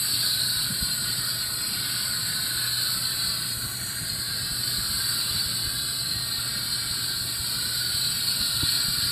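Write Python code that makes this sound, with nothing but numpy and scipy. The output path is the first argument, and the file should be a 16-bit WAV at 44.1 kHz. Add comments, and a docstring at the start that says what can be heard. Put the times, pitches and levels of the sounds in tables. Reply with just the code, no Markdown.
"""Gas hisses through a hose into a large balloon on an open paved lot, a few metres from a hand-held microphone.
Throughout, filtered noise forms the hiss; a ground reflection and short echoes near the hose comb-filter it.
Low noise gives a distant rumble and light wind on the microphone; two sines give the hum of nearby equipment.
Strong wind puffs, short saturated sine bursts, come first near 0.7 s. Around 3.8 s the balloon swings aside:
a gap in the hiss slides down and scattered hiss fills its place. Puffs crowd again from 8.4 s to the end."""
import sys
import numpy as np
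from scipy import signal
from scipy.io import wavfile
from scipy.ndimage import uniform_filter1d

SR = 44100
rng = np.random.default_rng(int(sys.argv[2]) if len(sys.argv) > 2 else 0)


def log_audio(samples):
    """Write samples as a 16-bit WAV file to the path given in sys.argv[1]."""
    # one column per channel
    frames = np.atleast_2d(samples).T
    # limit to full scale, then quantise
    limited = np.clip(frames, -1, 1)
    pcm = np.round(limited * 32767).astype(np.int16)
    wavfile.write(sys.argv[1], SR, pcm)


def invert_db(x):
    """Field ratio 10**(x/20) for x, a level in decibels (scalar or array-like)."""
    u = np.asarray(x, float) / 20
    return 10 ** u


N = 401751  # samples

# short-time spectra: window and hop in samples, bin frequencies as a column, frame times as a row
SIZE, HOP = 2048, 512
FRAMES = N // HOP + 5
BIN_HZ = np.fft.rfftfreq(SIZE, 1 / SR)[:, None]
FRAME_S = np.arange(FRAMES) * HOP / SR


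def evened(x):
    """Normalization: divides by the root mean square, so that the rms becomes 1."""
    return x / np.sqrt(np.mean(abs(x) ** 2) + 1e-20)


def colour(points, stretch=1):
    """Spectral shaping: gain per bin of total power 1; stretch scales the resonance frequencies."""
    hz, db = np.transpose(points)
    log_hz = np.log(BIN_HZ / stretch + 1)
    gain = invert_db(np.interp(log_hz, np.log(hz + 1), db, left=-120, right=-120))
    return gain / np.linalg.norm(gain, axis=0)


def columns(rows):
    """Linear interpolation: reads each column of a time curve at the frame times."""
    start_s, *rest = np.transpose(rows)
    return [np.interp(FRAME_S, start_s, column) for column in rest]


def patches(bins, frames):
    """Correlated fluctuation: random field smoothed over frequency and time, rms 1."""
    field = rng.standard_normal((FRAMES, len(BIN_HZ))).T
    for _ in range(2):
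        field = uniform_filter1d(field, bins, 0)
        field = uniform_filter1d(field, frames, 1)
    return evened(field)


def noise(gain):
    """Gaussian noise by overlap-add of random spectra; a gain of total power 1 gives rms 1."""
    real, imaginary = rng.standard_normal((FRAMES, len(BIN_HZ), 2)).T
    spectra = (real + 1j * imaginary) * gain
    unit = np.sqrt(3) / 2  # power kept by overlapped Hann frames
    return unit * signal.istft(spectra, nperseg=SIZE, noverlap=SIZE - HOP)[1][:N]


def hiss():
    """Turbulent jet noise shaped by hose and neck resonances, its spectrum flickering at random in patches."""
    # main band level, swelling and sinking irregularly, before flicker: start_s, level_db
    flow = [(0, -28), (.15, -22.5), (.45, -24.5), (.7, -27.5), (1.1, -26.5), (1.5, -28), (1.95, -24.5),
            (2.2, -28), (2.55, -26), (2.9, -25.5), (3.35, -26.5), (3.75, -32.5), (4.1, -30.5),
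            (4.45, -28.5), (4.95, -26), (5.3, -25.5), (5.8, -27.5), (6.2, -28.5), (6.8, -27), (7.3, -28),
            (7.7, -26), (8.1, -25.5), (8.6, -23.5), (9.11, -23)]
    # low hose note, before its share of the swells and flicker: start_s, level_db
    hose_level = [(0, -38.5), (.8, -37.5), (1.5, -37), (2, -37), (2.8, -37.5), (3.3, -37.5), (4.2, -39),
                  (5, -36), (5.6, -39.5), (6.2, -39.5), (6.6, -37), (7.1, -38), (7.4, -40), (8, -37),
                  (8.5, -39), (9.11, -36)]
    # treble, before swells (fizz only) and flicker: start_s, fizz_db, top_db
    treble = [(0, -26, -48), (.33, -28, -42), (.7, -29.5, -49), (1.5, -30, -55), (2.8, -29, -44),
              (3.8, -32, -47), (4.3, -32, -51), (5, -28.5, -42.5), (6.2, -32.5, -50), (8.3, -29.5, -44),
              (9.11, -29.5, -45)]
    # centre of the main band, whose ratio to the mean slides the spectrum: start_s, centre_hz
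    main_centre = [(0, 4345), (1.8, 4350), (2.6, 4306), (3.4, 4370), (5, 4380), (6.3, 4305), (7.8, 4360),
                   (8.6, 4280), (9.11, 4360)]
    # relative spectral density of the hose note: frequency_hz, density_db
    hose_spectrum = [(700, -36), (900, -25.5), (1000, -16.5), (1250, -13), (1400, -6), (1480, -3.5),
                     (1620, -6.5), (1780, -13.5), (1950, -14.5), (2300, -16.5), (2800, -21.5), (3400, -48)]
    # relative spectral density of the main band: frequency_hz, density_db
    main_spectrum = [(2300, -29), (2900, -19), (3600, -15), (4100, -2.5), (4600, -2), (5000, -14.5),
                     (5400, -21.5), (5900, -27), (6200, -80)]
    # relative spectral density of the fizz: frequency_hz, density_db
    fizz_spectrum = [(6300, -45), (6900, -35.5), (7500, -20.5), (8100, -7), (8600, -14.5), (9600, -18),
                     (11000, -19.5), (12300, -15.5), (12900, -22), (13500, -36)]
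    # relative spectral density of the top treble: frequency_hz, density_db
    top_spectrum = [(12700, -14), (13300, -5), (13700, 2), (14500, 4), (15250, 3), (15500, -38)]
    # relative spectral density of the scattered hiss: frequency_hz, density_db
    scattered_spectrum = [(5000, -25), (5500, 16), (6200, -3), (6800, 16.5), (7300, 10), (7600, -28.5)]

    (main_db,), (hose_db,), (fizz_db, top_db) = columns(flow), columns(hose_level), columns(treble)
    centre_hz = columns(main_centre)[0]
    swell_db = main_db - main_db.mean()

    # the balloon swings aside and back: 0 to 1 to 0
    swing_s, swing_in_s, swing_out_s = 3.77, 0.43, 0.42
    swing_width_s = np.where(FRAME_S < swing_s, swing_in_s, swing_out_s)
    aside = np.exp(-((FRAME_S - swing_s) / swing_width_s) ** 2)

    # resonances wander with the listening angle, by a share of their pitch
    hose_turn, main_turn, scatter = patches(bins=1, frames=40)[:3]
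    main_stretch = centre_hz / centre_hz.mean() + 0.006 * main_turn
    hose_stretch = 1 + 0.01 * hose_turn
    scattered_db = -57.5 + 14 * aside + 3 * scatter

    # hose note and fizz take a share of the main band's swells
    parts = [(colour(main_spectrum, main_stretch), main_db),
             (colour(hose_spectrum, hose_stretch), hose_db + 0.15 * swell_db),
             (colour(fizz_spectrum), fizz_db + 0.054 * swell_db),
             (colour(top_spectrum), top_db),
             (colour(scattered_spectrum), scattered_db)]
    power = sum((gain * invert_db(db)) ** 2 for gain, db in parts)

    flicker_db = 0.97 * patches(bins=30, frames=4) + 0.34 * patches(bins=300, frames=3)
    flicker_db += 1.82 * patches(bins=4, frames=16)  # random narrow ridges in the hiss, shifting slowly

    # the dull gap slides down and grows shallower during the swing
    gap_hz, gap_width_hz = 6060 - 900 * aside, 356
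    gap_depth_db = -18 + 6 * aside
    gap_db = gap_depth_db * np.exp(-((BIN_HZ - gap_hz) / gap_width_hz) ** 2)
    return noise(np.sqrt(power) * invert_db(gap_db + flicker_db) * reflections())


def reflections():
    """Comb filtering: drifting, fading echoes interfere with the direct hiss but roughly keep its power."""
    # ground reflection: start_s, delay_ms
    ground_path = [(0, 4.8), (1.7, 4.79), (2.7, 4.65), (3.3, 4.47), (4.1, 4.32), (4.6, 4.2), (5.1, 4.36),
                   (5.6, 4.4), (6.1, 4.32), (6.7, 4.3), (7.1, 4.42), (7.7, 4.16), (8.4, 4.31), (9.11, 4.23)]
    # short echoes near the hose, each with a steady part (strongest at 2.62 ms) and a part wavering at random:
    # # delay_ms, steady_strength, wavering_strength (strengths are plain ratios)
    near_echoes = [(2.62, .15, .1), (2.97, -.05, .1), (1.3, -.05, .1), (2.1, 0, .14), (3.55, 0, .1),
                   (5.5, 0, .1), (6.4, 0, .1), (7.2, 0, .1)]

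    # the paving mirrors the bass well and scatters above 4500 Hz
    ground = 0.55 + 0.18 * patches(bins=30, frames=30)
    ground = ground / np.sqrt(1 + (BIN_HZ / 4500) ** 4)
    echoes = ground * np.exp(-2j * np.pi * BIN_HZ * columns(ground_path)[0] / 1000)

    count = len(near_echoes)
    drift, fade = patches(bins=1, frames=30)[:2 * count].reshape(2, count, -1)
    for (delay_ms, steady, wavering), d, f in zip(near_echoes, drift, fade):
        moving_ms = delay_ms + 0.019 * d
        echoes += (steady + wavering * f) * np.exp(-2j * np.pi * BIN_HZ * moving_ms / 1000)

    comb = abs(1 + echoes / (1 + (BIN_HZ / 10000) ** 4))  # all echoes fade above 10 kHz
    return comb / np.sqrt(uniform_filter1d(comb ** 2, size=35, axis=0))


def wind():
    """Turbulent pressure on the diaphragm: lumpy low buffeting, and puffs that flick it for a cycle or two."""
    # buffeting before its random swells: start_s, level_db
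    wind_level = [(0, -55), (.5, -49), (.8, -53), (1.2, -47.5), (2, -60), (3.3, -52), (4.2, -50),
                  (5.4, -46.5), (6.1, -48.5), (6.7, -52.5), (7.3, -45), (8, -51), (8.4, -53.5), (9.11, -45)]
    # relative spectral density of the buffeting: frequency_hz, density_db
    buffet_spectrum = [(20, 0), (45, 1), (100, -1.5), (200, -3), (300, -13.5), (500, -18.5)]
    # strong puffs: centre_s, level_db (scales the saturated sine), pitch_hz, width_cycles (full width to 1/e)
    puffs = [(0.7074, -24.5, 190, 2.2), (.728, -27, 140, 1.8), (.749, -34, 190, 1.5),
             (.829, -24.5, 55, 1.2), (0.8286, -25, 159, 1.5), (1.188, -29, 149, 2), (2.568, -34, 60, 0.91),
             (3.286, -34, 60, 1.2), (3.669, -28, 60, 0.65), (4.905, -30, 80, 1.5), (5.314, -28, 65, 0.81),
             (5.465, -29, 80, 1), (6.166, -30, 95, 1.4), (6.219, -37, 120, 1.2), (6.394, -35, 60, 1),
             (6.912, -26, 90, 0.76), (7.405, -28, 70, 1), (7.949, -27.5, 102, 0.81), (8.41, -29, 55, 0.89),
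             (8.4127, -29, 203, 2.3), (8.555, -36, 65, 1.1), (8.633, -25.5, 298, 2.5),
             (8.637, -18, 110, 1.15), (8.887, -26, 150, 1.4), (8.982, -28.5, 160, 1.3),
             (9.032, -31, 101, 1.6)]

    lumps_db = 5.0 * patches(bins=24, frames=2)
    gusts_db = 2 * patches(bins=1, frames=15)[0]
    out = noise(colour(buffet_spectrum) * invert_db(columns(wind_level)[0] + lumps_db + gusts_db))

    t = np.arange(N) / SR
    for centre_s, level_db, pitch_hz, width_cycles in puffs:
        near = abs(t - centre_s) < 0.08
        turns = (t[near] - centre_s) * pitch_hz
        flick = np.tanh(1.23 * np.sin(2 * np.pi * turns))  # softly saturated
        out[near] -= invert_db(level_db) * flick * np.exp(-(2 * turns / width_cycles) ** 2)
    return out


def hum():
    """Harmonic radiation of mains equipment: steady sines at orders of the mains, each in random phase."""
    # mains orders: pitch_hz, level_db (rms)
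    mains_orders = [(119.95, -46), (359.85, -61.5)]
    t = np.arange(N) / SR
    out = np.zeros(N)
    for pitch_hz, level_db in mains_orders:
        out += np.sqrt(2) * invert_db(level_db) * np.sin(2 * np.pi * (pitch_hz * t + rng.random()))
    return out


def yard():
    """Diffuse outdoor rumble: low-frequency Gaussian noise whose spectrum fluctuates gently."""
    # relative spectral density of the distant rumble: frequency_hz, density_db
    yard_spectrum = [(15, -47), (25, -16), (70, -7), (98, -6.5), (120, -0.5), (315, -12.5), (369, -17),
                     (425, -19), (673, -17), (867, -21), (1100, -25.5), (1430, -47), (2420, -120)]
    level_db = -41 + 1.35 * patches(bins=6, frames=5)
    return noise(colour(yard_spectrum) * invert_db(level_db))


def scene():
    """Superposition: the pressures of all sources add at one microphone."""
    return (hiss() + wind() + hum() + yard())[None]


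def band_limit(x):
    """A steep low-pass at the top of the band."""
    return signal.sosfilt(signal.butter(12, 16500, fs=SR, output="sos"), x)


def record(dry):
    """High-pass response of the microphone: a zero-phase filter removes the deepest bass."""
    bass_cut = signal.butter(2, 30, "high", fs=SR, output="sos")
    thin = signal.sosfiltfilt(bass_cut, dry, padtype="even", padlen=SR // 10)
    return band_limit(thin)


dry = scene()
out = record(dry)
log_audio(out)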